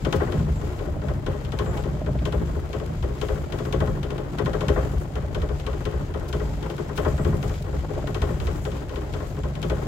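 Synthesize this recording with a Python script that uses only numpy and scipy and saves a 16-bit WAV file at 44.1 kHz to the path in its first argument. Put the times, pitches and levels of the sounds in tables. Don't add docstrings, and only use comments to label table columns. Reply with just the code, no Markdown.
import sys
import numpy as np
from scipy import signal
from scipy.fft import rfft, irfft, next_fast_len
from scipy.io import wavfile
from scipy.ndimage import uniform_filter1d, map_coordinates

SR = 44100
rng = np.random.default_rng(int(sys.argv[2]) if len(sys.argv) > 2 else 0)


def dump_mix(stems):
    frames = np.atleast_2d(stems).T
    limited = np.clip(frames, -1, 1)
    pcm = np.round(limited * 32767).astype(np.int16)
    wavfile.write(sys.argv[1], SR, pcm)


N = 435266

# t/s, boom level/dB, bark level/dB, spit level/dB. Each layer trims its own levels.
POP_RUNS = [(0.0474, -25, -30.5, -39.5), (0.1244, -23, -26, -34),
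            (0.1994, 2, 0.065, -24.5, -7.5, -27, -53, -12), (0.32, 3, 0.0697, -30.5, -3.5, -36, -43.5, -10),
            (0.6135, -35, -43, -60), (0.7885, 2, 0.0658, -32.5, -2.5, -39, -50.5, -6.0),
            (1.0152, 2, 0.0671, -36, 3.5, -39.5, -57, 8),
            (1.262, 2, 0.0667, -28.5, -7.5, -35.5, -42.5, -18),
            (1.447, 2, 0.0715, -45, 10.5, -44.5, -46.5, 2.5),
            (1.5868, 3, 0.071, -27.5, -4, -31, -38.0, -14), (1.7726, 2, 0.0629, -36.5, 3, -44, -46.0, -4.0),
            (2.0602, -31.5, -37, -51), (2.2521, 2, 0.07, -29, 2, -35, -38.5, -5.5), (2.395, -35, -42, -55),
            (2.5481, -33, -41, -62), (2.7287, 2, 0.0678, -30.5, -3.5, -37, -43.5, -9),
            (3.024, 2, 0.0626, -30.5, -6.5, -38, -47.5, -16), (3.2127, -28.5, -34.5, -38),
            (3.283, 2, 0.072, -26.5, -9.5, -33, -47, -10), (3.5211, 3, 0.0644, -31.5, 0, -36, -42, -3.5),
            (3.7239, -24.5, -30.5, -37.5), (3.802, 2, 0.07, -24, -7, -29.5, -43.5, -8),
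            (4.0286, 3, 0.0747, -33.5, 1, -40, -43, -2),
            (4.3837, 3, 0.0735, -25.5, -.3, -29.5, -39.5, -2.5), (4.606, -27, -32, -40.5),
            (4.6814, -21.5, -28.5, -36), (4.7565, 2, 0.07, -24.5, -11.5, -27, -59, -3),
            (4.9162, -36, -46, -56), (5.1534, 3, 0.0604, -32.5, -6, -37.5, -47.5, -12.0),
            (5.3453, 3, 0.0709, -30, -1, -35, -41.5, -5), (5.5963, -45, -47, -47.5),
            (5.6635, 2, 0.0649, -30.5, -4, -35.5, -42, -10.5),
            (5.8516, 3, 0.0696, -29.5, -5.5, -34, -41, -13.0),
            (6.1377, 2, 0.0661, -32, -5, -34, -49.0, -16), (6.3261, 2, 0.0699, -30, -1, -34, -40, -12),
            (6.6256, 2, 0.0725, -35, 1, -40, -47.5, 3), (6.778, -30, -35, -51), (6.888, -35, -36, -62),
            (6.9746, 2, 0.0729, -27, 3, -28, -38, -9), (7.1767, -30, -32.5, -51),
            (7.246, 2, 0.0751, -25.5, -5, -32, -44, -20), (7.4261, 2, 0.0658, -34.5, -0.5, -36, -44.5, -9),
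            (7.6606, 2, 0.0629, -37.5, 2.5, -43, -67, 0.5), (7.8858, 2, 0.0629, -33, -3, -39.5, -60.0, 1),
            (8.0705, 2, 0.0731, -34, 2, -35.5, -45, 5),
            (8.2163, 2, 0.0702, -27.5, -4.5, -30.5, -39.5, -17.5),
            (8.399, 2, 0.0685, -38, 5, -37.5, -43.5, 1), (8.6496, 2, 0.0653, -30.5, -7, -35, -43, -5.5),
            (8.8914, 2, 0.065, -37, 2.5, -41.5, -48.5, 3.0),
            (9.135, 2, 0.0646, -34.5, -2, -35.5, -44, -12.5),
            (9.3645, 2, 0.0678, -37.5, 3.5, -42.5, -56, 6.5), (9.5513, -42, -43, -46.5),
            (9.6261, 2, 0.0704, -31.5, 4.5, -35, -39, -2.5), (9.7657, -36, -42, -60)]
# f/Hz, width/Hz, level/dB
RUMBLE_MODES = [(37, 11.4, -1), (63, 8.3, 1), (83, 27, -3), (102.9, 11.4, -3)]
# f/Hz, width/Hz, level/dB
THROB_MODES = [(132.2, 20, 0), (155.8, 24, -1.5), (190.3, 46, -8.5)]
# t/s, level/dB
RUMBLE_CURVE = [(0.0, -19), (0.1, -32), (0.6, -25.5), (0.7, -28.5), (1.5, -29.5), (2.2, -27), (2.9, -31),
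                (3.0, -26), (3.2, -30.5), (3.4, -29), (3.6, -33), (3.85, -25), (4.2, -33.5), (4.9, -26),
                (5.1, -35), (5.2, -28), (6.2, -30.5), (6.6, -27), (6.7, -33.5), (6.9, -33.5), (7.1, -26.5),
                (8.1, -30), (8.2, -27), (8.4, -26), (8.8, -31), (9.87, -28)]
# t/s, level/dB
THROB_CURVE = [(0.0, -28), (0.3, -33.5), (0.4, -23.5), (0.8, -39.5), (1.0, -31), (1.4, -33.0), (2.42, -30),
               (2.7, -37.5), (2.9, -32.5), (3.6, -35), (3.83, -29), (4.3, -37), (4.6, -30), (5.0, -33),
               (6.2, -35.5), (7.0, -34), (7.28, -24.5), (7.6, -35), (8.2, -31), (8.6, -35), (8.7, -32.5),
               (8.9, -44), (9.0, -37), (9.5, -34.5), (9.7, -29), (9.87, -35)]
# middle t/s, f/Hz, level/dB
THUD_HITS = [(0.191, 77, -19.5), (0.409, 68.2, -19.5), (0.515, 69.6, -18.5), (0.654, 72, -22.5),
             (0.915, 63, -24.5), (1.105, 66.6, -21), (1.615, 69.6, -26), (1.706, 66, -22),
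             (1.897, 69.6, -19.5), (2.089, 58, -20.5), (2.205, 63, -20.5), (2.373, 67, -19),
             (2.446, 74.6, -24), (2.511, 61, -20.5), (2.577, 68.6, -22), (2.754, 64, -25.5),
             (3.047, 69, -21), (3.337, 58, -18.5), (3.784, 62.5, -18), (4.703, 68.5, -18.8),
             (4.811, 56.4, -23), (4.98, 63, -18), (5.18, 65.6, -20), (5.435, 71.6, -20.5),
             (5.536, 63, -24.5), (5.731, 70, -27), (5.882, 65.6, -24), (5.973, 68, -22), (6.166, 69, -24),
             (6.352, 65.3, -21), (6.457, 57.3, -21.7), (7.071, 85, -21), (7.159, 73, -20),
             (7.283, 82.4, -17), (7.35, 79, -20), (7.495, 64, -22.5), (7.583, 64, -23.5),
             (7.785, 68.4, -22), (8.238, 67.6, -18), (8.48, 72.5, -18.9), (9.454, 67, -23.5),
             (9.719, 64, -19.5), (9.819, 70.5, -25)]
# delay/s, level/dB, centre f/Hz, width/octaves
VALVE_TO_SEAT = [(.0055, -6, 1100, 2.4), (.0122, -5.5, 1100, 0.45), (.0175, 2.5, 430, 0.88),
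                 (0.0272, 1, 600, 0.37)]
# f/Hz, width/Hz, level/dB
MUFFLER_MODES = [(281.4, 29, -4), (350.7, 20, 1), (430, 49, -0.5), (537, 33, -4.5), (610.4, 53, -8),
                 (650, 114, -14), (816, 40, -17), (1067, 55, -8), (1279, 18, -13), (1470, 110, -17),
                 (1915, 30, -14.5)]
# f/Hz, relative level/dB per Hz
BARK_SPECTRUM = [(150, -40), (250, -22), (450, 1.5), (800, 4.5), (930, 1), (1100, 2.5), (1400, 1.5),
                 (1950, -5), (2200, -14), (3000, -22.5), (6000, -56)]
# f/Hz, relative level/dB per Hz
SPIT_SPECTRUM = [(500, -18), (1100, -2.5), (2000, -3), (2550, -0.5), (3150, 2.5), (3900, -5.5),
                 (5500, -11.5), (6400, -13), (7500, -16), (9500, -24), (15500, -34)]
# f/Hz, relative level/dB per Hz
SNAP_SPECTRUM = [(2000, -12), (4200, -2), (6400, 7), (8500, -5.5), (12000, -5), (15500, -12)]
# f/Hz, width/Hz, level/dB
PIPE_COLOUR = [(490, 35, -2.5), (535, 38, 1.5), (930, 61, -5.5), (1060, 87, 2.5), (1282, 24, 4.5),
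               (1410, 55, 0.5), (1770, 70, -1), (1920, 70, 4)]
# f/Hz, width/Hz, level/dB
PANEL_COLOUR = [(2257, 45, 3.5), (2570, 39, 1), (2670, 30, 4.5), (2880, 60, -1), (3150, 130, 3),
                (3380, 70, -6.5), (3415, 60, 7), (3920, 55, 4.5), (5180, 60, 5), (6000, 150, 1),
                (6270, 120, 4)]
# f/Hz, width/Hz, level/dB
GURGLE_MODES = [(286, 57, -5), (602.5, 46, -0.5), (760, 270, -15.5)]
# middle t/s, half length/s, rise level/dB
GURGLE_SPELLS = [(.25, .12, 10), (1.004, 0.21, 9), (1.619, .12, 2), (2.06, 0.23, 12), (3.682, 0.093, 3),
                 (4.7, .15, 8), (5.3, 0.24, 5.5), (7.094, 0.16, 12), (8.023, 0.15, 12), (9.602, 0.17, 3.5)]
# start t/s, level/dB, centre f/Hz
STRAY_PLOPS = [(.937, -34, 800), (2.188, -41.5, 2580), (7.54, -43, 3000), (7.846, -28.5, 515),
               (7.991, -26, 580)]
# f/Hz, relative level/dB per Hz
RUSH_SPECTRUM = [(150, -46), (235, -8), (290, -2), (430, -3), (490, -5.5), (600, -10.5), (920, -10),
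                 (1050, -14.5), (1200, -17), (1430, -16.5), (2430, -28), (3200, -29.5), (5000, -46)]
# f/Hz, relative level/dB per Hz
HISS_SPECTRUM = [(1290, -13), (2200, -2), (2750, -6.5), (3110, -5.5), (4070, -8), (4840, -6.5), (5710, -12),
                 (7010, -7), (7990, -11.5), (8820, -24.5), (11000, -19.5), (11900, -15.5), (13000, -22),
                 (15700, -25)]
# t/s, level/dB
HISS_CURVE = [(0.0, -53.5), (1.2, -61), (1.8, -57.5), (1.9, -58.5), (2.4, -58), (3.1, -58.5), (3.3, -55),
              (3.5, -60), (3.6, -55.5), (4.3, -62), (4.7, -53.5), (5.2, -62.5), (5.4, -57.5), (6.2, -58.5),
              (6.4, -55.5), (6.5, -56.5), (7.5, -56), (7.8, -58.5), (8.2, -56), (9.6, -59), (9.7, -55),
              (9.87, -58)]
# f/Hz, relative level/dB per Hz
TICK_SPECTRUM = [(800, -17), (2200, 8.0), (4500, 1.5), (7500, -1.5), (9500, -5.0), (15500, -8)]
# start t/s, length/s, level/dB
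SIZZLE_SPELLS = [(.125, 0.8, -65), (1.52, 0.3, -61), (2.25, 0.32, -63), (3.209, 0.2, -61),
                 (3.52, 0.44, -62), (4.379, 0.17, -67), (4.606, .45, -60), (6.28, 0.28, -62),
                 (6.972, 0.58, -58), (8.074, 0.63, -59.5), (9.131, .2, -62), (9.618, .25, -61)]
# f/Hz, relative level/dB per Hz
SIZZLE_SPECTRUM = [(3000, -18), (6000, 1), (7400, 5.5), (8800, -3.5), (10800, -3), (12100, -1),
                   (13200, -2.5), (15500, -5)]
# middle t/s, length/s, f/Hz, level/dB
BELT_CHIRPS = [(.575, 0.052, 7394, -56), (1.69, 0.061, 7260, -53), (1.8, 0.042, 7510, -57),
               (7.21, 0.055, 7730, -55), (8.66, 0.053, 7040, -56), (9.41, 0.048, 7170, -58)]
# middle t/s, length/s, level/dB
LIGHT_RUSTLES = [(0.164, 0.017, -45), (6.29, 0.012, -45), (6.714, .012, -54), (6.974, 0.024, -44),
                 (7.44, 0.029, -55), (7.626, .005, -47), (8.078, .007, -51)]
# f/Hz, relative level/dB per Hz
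RUSTLE_SPECTRUM = [(1000, -6), (4000, 1), (7500, -3), (10000, -8), (15000, -5)]
# f/Hz, left minus right level/dB
POP_LEAN = [(100, 0), (300, 14), (420, 19), (600, 3.5), (1000, 7.5), (2000, 8), (4000, 7.5), (12000, 7)]
# f/Hz, left minus right level/dB
BED_LEAN = [(100, 1.2), (300, 0.83), (420, 5.5), (600, 0.5), (1000, 6.4), (3000, 3.2), (6000, 3),
            (7500, 0.5), (8800, 7.4), (12000, 1.5), (15000, 2)]
# f/Hz, correlation
EAR_LIKENESS = [(35, 0.94), (70, 0.92), (160, 0.99), (300, 0.64), (600, 0.52), (1100, 0.018),
                (10000, 0.021)]

BARK_WITH_BOOM, BARK_WITH_SPIT = 0.9, 0.076
SOFT_POP_DB, SOFT_SCATTER_DB = -52, 3
FALTER_LEAD_S, FALTER_HALF_S = 0.034, 0.08
FULL_POP_DB = -26.5
THUD_HALF_S, THUD_TRIM_DB = 0.023, -3
TOP_HZ = 15820


def hard_pops():
    pops = []
    for run in POP_RUNS:
        if len(run) == 4:
            pops.append(run)
            continue
        start, count, turn, boom, boom_step, bark, spit, spit_step = run
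        bark_step = BARK_WITH_BOOM * boom_step + BARK_WITH_SPIT * spit_step
        for k in range(count):
            pops.append((start + k * turn, boom + k * boom_step, bark + k * bark_step, spit + k * spit_step))
    return np.transpose(pops)


def firings(turn_s=0.068, jitter_s=0.0012):
    pop_times = np.sort(hard_pops()[0])
    marks = np.r_[pop_times[0] - turn_s, pop_times, pop_times[-1] + 2 * turn_s]
    turns_between = np.maximum(np.round(np.diff(marks) / turn_s), 1)
    turns = np.r_[0, np.cumsum(turns_between)]
    times = np.interp(np.arange(0, turns[-1], 1 / 4), turns, marks)
    return np.abs(times + jitter_s * rng.standard_normal(len(times)))


def falter():
    starts = np.array([run[0] for run in POP_RUNS]) - FALTER_LEAD_S
    t = np.arange(-SR // 4, SR // 4) / SR
    hump = np.exp(-(t / FALTER_HALF_S) ** 2)
    return signal.fftconvolve(impulses(starts, np.ones(len(starts))), hump, "same")


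def surge(lag, length):
    times, boom_db = hard_pops()[:2]
    t = np.arange(SR) / SR
    hump = np.exp(-((t - lag) / length) ** 2)
    power = signal.fftconvolve(impulses(times, amp(boom_db - FULL_POP_DB) ** 2), hump)[:N]
    return np.sqrt(np.abs(power))


def driven(times, modes, lag, uneven, kick, turbulence, low_hz, high_hz):
    pop_times, boom_db = hard_pops()[:2]
    push = impulses(times + lag, 1 + uneven * rng.standard_normal(len(times)))
    push += kick * impulses(pop_times + lag, unit(amp(boom_db)))
    sideways = impulses(times + lag, rng.standard_normal(len(times)))
    pair = np.array([unit(push), unit(sideways)]) + turbulence * rng.standard_normal((2, N))

    def colour(hz):
        band = 1 / np.sqrt((1 + (low_hz / (hz + 1)) ** 12) * (1 + (hz / high_hz) ** 8))
        return resonances(modes, hz) * band

    out = spread(pair, colour, BED_LEAN)
    power = uniform_filter1d(out.mean(axis=0) ** 2, size=4000)
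    power = uniform_filter1d(power, size=3000)
    return out / np.sqrt(np.abs(power) + 1e-6)


def exhaust_rumble(times, miss):
    thump, swell = surge(lag=0.049, length=0.049), surge(lag=0.28, length=0.041)

    def level(slow, trim_db, miss_db, thump_db, swell_db, lump_db):
        effort_db = thump_db * thump + swell_db * swell - miss_db * miss
        return amp(curve(slow) + trim_db + effort_db + lump_db * wobble(13))

    rumble = driven(times, RUMBLE_MODES, lag=0.01377, uneven=1.5, kick=0.93,
                    turbulence=0.42, low_hz=35.3, high_hz=128)
    throb = driven(times, THROB_MODES, lag=0.02495, uneven=0.72, kick=0.49,
                   turbulence=0.24, low_hz=101.0, high_hz=289)
    rumble_gain = level(RUMBLE_CURVE, trim_db=-1.5, miss_db=1.0, thump_db=1.7, swell_db=1.0, lump_db=0.7)
    throb_gain = level(THROB_CURVE, trim_db=0.65, miss_db=1.5, thump_db=2.46, swell_db=0.5, lump_db=1.7)
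    return rumble * rumble_gain + throb * throb_gain


def thuds():
    t = np.arange(-SR // 8, SR // 8) / SR
    swell = np.sqrt(2) * np.exp(-(t / THUD_HALF_S) ** 2)
    out = np.zeros(N + 2 * len(t))
    phases = rng.uniform(0, 2 * np.pi, len(THUD_HITS))
    for (middle, hz, db), phase in zip(THUD_HITS, phases):
        first = round(middle * SR) + len(t) // 2
        out[first:][:len(t)] += amp(db + THUD_TRIM_DB) * swell * np.sin(2 * np.pi * hz * t + phase)
    return out[len(t):][:N]


def from_right(sound, lead_s=0.00017):
    return filtered(sound, lambda hz: np.exp(1j * np.pi * np.outer([-1, 1], hz) * lead_s))


def soft_pops(times, bark_db=-5, spit_db=-14):
    turns = times[::4]
    db = SOFT_POP_DB + SOFT_SCATTER_DB * rng.standard_normal(len(turns))
    free = np.abs(turns[:, None] - hard_pops()[0]).min(axis=1) > 0.03
    return np.array([turns, db, db + bark_db, db + spit_db])[:, free]


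def pop_boom(pops, window_s=0.024, trim_db=1.0, muffler_top_hz=2300, variety_db=2.5,
             detune=0.013, mode_scatter_db=2, size=8192):
    grid = np.fft.rfftfreq(size, 1 / SR)
    boom = np.zeros(N + size)
    chances = rng.standard_normal((pops.shape[1], 1 + len(VALVE_TO_SEAT) + len(MUFFLER_MODES)))
    for start, db, chance in zip(pops[0], pops[1], chances):
        hz = grid / (1 + detune * chance[0])
        ways = 0
        for (delay, way_db, centre, octaves), change in zip(VALVE_TO_SEAT, chance[1:]):
            band = np.exp(-0.5 * (np.log2((hz + 1) / centre) / octaves) ** 2)
            ways = ways + amp(way_db + variety_db * change) * np.exp(-2j * np.pi * hz * delay) * band
        modes = MUFFLER_MODES + np.outer(mode_scatter_db * chance[-len(MUFFLER_MODES):], [0, 0, 1])
        treble_loss = np.sqrt(1 + (hz / muffler_top_hz) ** 10)
        ring = irfft(ways * round_trips(hz) * resonances(modes, hz) / treble_loss)
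        ring = ring * np.sqrt(window_s * SR) / np.linalg.norm(ring)
        boom[min(round(start * SR), N):][:size] += amp(db + trim_db) * ring
    return filtered(boom[:N], lambda hz: lean(POP_LEAN, hz))


def pop_gas(pops, bark_lag=0.00399, spit_lag=0.001204):
    times, _, bark_db, spit_db = pops
    snap_shape = puff_shape(rise=0.00013, t60=0.028, tail_db=-23, tail_t60=0.08)
    spit_shape = puff_shape(rise=0.0005, t60=0.075, tail_db=-14.5, tail_t60=0.33)
    bark_shape = puff_shape(rise=0.0007, t60=0.112, tail_db=-4, tail_t60=0.32)
    snap = shocks(times + spit_lag, spit_db - 5, snap_shape, gas=0.15, spectrum=SNAP_SPECTRUM, body=panels)
    spit = shocks(times + spit_lag, spit_db + 3.5, spit_shape, gas=0.05, spectrum=SPIT_SPECTRUM, body=panels)
    bark = shocks(times + bark_lag, bark_db - 2.0, bark_shape, gas=0.2, spectrum=BARK_SPECTRUM, body=pipe)
    return snap + spit + bark


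def shocks(times, db, shape, gas, spectrum, body, mixing_s=0.025):
    early = (1 - gas) * np.exp(-np.arange(len(shape)) / SR / mixing_s)
    cracks = signal.fftconvolve(impulses(times, amp(db))[None], echoes(shape * early), axes=1)[:, :N]
    rushing = puffs(times, db, shape * (1 - early)) * rng.standard_normal((2, N))
    pair = cracks + rushing
    return np.std(pair) * spread(pair, lambda hz: amp(along(spectrum, hz)) * body(hz), POP_LEAN)


def echoes(shape, count=6, size=90):
    pair = np.sqrt(shape) * rng.standard_normal((2, len(shape)))
    for _ in range(count):
        pair = irfft(np.exp(1j * np.angle(rfft(pair))), len(shape))
        power = np.abs(uniform_filter1d(pair ** 2, size=size))
        pair = pair * np.sqrt(shape / (power + 1e-14))
    return pair


def round_trips(hz, trip_s=0.0168, echo=0.49, loss_hz=620):
    return 1 / (1 - echo * np.exp(-2j * np.pi * hz * trip_s) / np.sqrt(1 + (hz / loss_hz) ** 2))


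def pipe(hz):
    return round_trips(hz) * tinted(PIPE_COLOUR, hz)


def panels(hz):
    return tinted(PANEL_COLOUR, hz)


def gurgle(times, miss, base_db=-47, miss_db=2):
    t = np.arange(N) / SR
    rise_db = sum(db * np.exp(-((t - middle) / half) ** 2) for middle, half, db in GURGLE_SPELLS)
    ring = driven(times[::4], GURGLE_MODES, lag=0.03, uneven=0.3, kick=0.24,
                  turbulence=0.42, low_hz=240, high_hz=900)
    return amp(base_db + rise_db - miss_db * miss) * ring


def plops(t60=0.05, rise=0.0005, octaves=0.49, size=8192):
    t, hz = np.arange(size) / SR, np.fft.rfftfreq(size, 1 / SR)
    envelope = (1 - np.exp(-t / rise)) * amp(-60 * t / t60)
    out = np.zeros((2, N + size))
    for start, db, centre in STRAY_PLOPS:
        band = np.exp(-0.5 * (np.log2((hz + 1) / centre) / octaves) ** 2)
        gas = unit(irfft(rfft(rng.standard_normal(size)) * band))
        sides = amp(db + np.array([[2], [-2]]))
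        out[:, round(start * SR):][:, :size] += sides * gas * envelope
    return out[:, :N]


def engine_bed(times, miss, scatter_db=3, rush_pulsing=0.27, hiss_pulsing=0.28, waver_db=1.3, lump_db=2.5):
    effort = surge(lag=0.041, length=0.11)
    shape = puff_shape(rise=0.0012, t60=0.055, tail_db=-16, tail_t60=0.074)
    beat = unit(puffs(times, scatter_db * rng.standard_normal(len(times)), shape))

    rush = amp(-40.5 - 1.0 * miss + 3.5 * effort)
    rush = rush * unit(1 - rush_pulsing + rush_pulsing * beat)
    rush = rush * unit(amp(lump_db * wobble(70)))

    hiss = amp(curve(HISS_CURVE) + 3.0 - 1.5 * miss + 0.1 * effort + waver_db * wobble(15))
    hiss = hiss * unit(1 - hiss_pulsing + hiss_pulsing * beat)
    return rush * noise(RUSH_SPECTRUM, BED_LEAN, pipe) + hiss * noise(HISS_SPECTRUM, BED_LEAN, panels)


def valve_ticks(times, tick_db=-63, scatter_db=3.5, lag=0.0077, loose_db=5):
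    loose = np.arange(len(times)) % 4 == 3
    db = loose_db * loose + scatter_db * rng.standard_normal(len(times))
    ticks = puffs(times + lag, db, puff_shape(rise=0.0003, t60=0.029, tail_db=-8, tail_t60=0.06))
    return amp(tick_db) * unit(ticks) * noise(TICK_SPECTRUM, BED_LEAN)


def sizzle(attack=0.012, release=0.06, grain_db=2.5, flutter_db=2.7, trim_db=-1.2):
    t = np.arange(N) / SR
    spells = 0
    for start, length, db in SIZZLE_SPELLS:
        fade = np.exp(-np.maximum(t - start - length, 0) / release)
        spells = spells + amp(db) * np.clip((t - start) / attack, 0, 1) * fade
    grain = unit(amp(grain_db * wobble(500) + flutter_db * wobble(35)))
    return amp(trim_db) * spells * grain * noise(SIZZLE_SPECTRUM, BED_LEAN, panels)


def bump(middle, length):
    t = np.arange(N) / SR
    return np.exp(-2 * ((t - middle) / length) ** 2)


def belt_chirps(width_hz=350):
    envelope = sum(amp(db) * bump(middle, length) for middle, length, _, db in BELT_CHIRPS)
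    middles, _, pitches, _ = np.transpose(BELT_CHIRPS)
    pitch = np.interp(np.arange(N) / SR, middles, pitches)
    slip = unit(filtered(rng.standard_normal((2, N)), lambda hz: 1 / (1 + (hz / width_hz) ** 4)))
    return envelope * slip * np.sqrt(2) * np.sin(2 * np.pi * np.cumsum(pitch) / SR)


def moan(middle=6.49, half_s=0.083, hz=880, db=-44):
    t = np.arange(N) / SR
    return amp(db) * np.exp(-((t - middle) / half_s) ** 2) * wobble(170) * np.sin(2 * np.pi * hz * t)


def rustles():
    envelope = sum(amp(db) * bump(middle, length) for middle, length, db in LIGHT_RUSTLES)
    return envelope * noise(RUSTLE_SPECTRUM, BED_LEAN)


def puff_shape(rise, t60, tail_db, tail_t60):
    t = np.arange(SR // 4) / SR
    decay = amp(-60 * t / t60) ** 2 + amp(tail_db - 60 * t / tail_t60) ** 2
    power = (1 - np.exp(-t / rise)) ** 2 * decay
    return power / power.max()


def puffs(times, db, shape):
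    return np.sqrt(np.abs(signal.fftconvolve(impulses(times, amp(db) ** 2), shape)[:N]))


def noise(spectrum, side, body=lambda hz: 1):
    return spread(rng.standard_normal((2, N)), lambda hz: amp(along(spectrum, hz)) * body(hz), side)


def spread(pair, colour, side):
    def share(hz):
        turn = np.arccos(np.clip(along(EAR_LIKENESS, hz), -1, 1)) / 2
        return colour(hz) * np.array([np.cos(turn), np.sin(turn)])

    middle, sides = filtered(pair, share)
    out = filtered(np.array([middle + sides, middle - sides]), lambda hz: lean(side, hz))
    return out / np.std(out.mean(axis=0))


def lean(side, hz):
    gains = amp(np.outer([0.5, -0.5], along(side, hz)))
    return gains / gains.mean(axis=0)


def resonances(modes, hz):
    out = 0
    for k, (centre, width, db) in enumerate(modes):
        loss = 1j * hz * width
        out = out + (-1) ** k * amp(db) * loss / (centre * centre - hz * hz + loss)
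    return out


def tinted(peaks, hz):
    out = 1
    for centre, width, db in peaks:
        stiff, loss = centre * centre - hz * hz, 1j * hz * width
        out = out * (stiff + loss * amp(db / 2)) / (stiff + loss * amp(-db / 2))
    return out


def filtered(x, response):
    size = next_fast_len(N + SR // 2)
    return irfft(rfft(x, size) * response(np.fft.rfftfreq(size, 1 / SR)), size)[..., :N]


def impulses(times, sizes):
    return np.bincount(np.clip(np.round(times * SR).astype(int), 0, N), sizes, N + 1)[:N]


def curve(points):
    return np.interp(np.arange(N) / SR, *np.transpose(points))


def wobble(rate):
    knots = rng.standard_normal(int(N * rate / SR) + 4)
    return map_coordinates(knots, [np.arange(N) * rate / SR])


def along(points, hz):
    f, values = np.transpose(points)
    return np.interp(np.log(hz + 1), np.log(f + 1), values)


def unit(x):
    return x / np.sqrt(np.mean(x ** 2) + 1e-20)


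def amp(db):
    return 10 ** (np.asarray(db) / 20)


def scene():
    times, miss = firings(), falter()
    pops = np.hstack([hard_pops(), soft_pops(times)])
    low_note = from_right(exhaust_rumble(times, miss) + thuds())
    exhaust = low_note + pop_boom(pops) + pop_gas(pops) + gurgle(times, miss) + plops()
    engine = engine_bed(times, miss) + valve_ticks(times) + sizzle()
    return exhaust + engine + belt_chirps() + moan() + rustles()


def record(dry):
    return filtered(dry, lambda hz: hz < TOP_HZ)


dry = scene()
out = record(dry)
dump_mix(out)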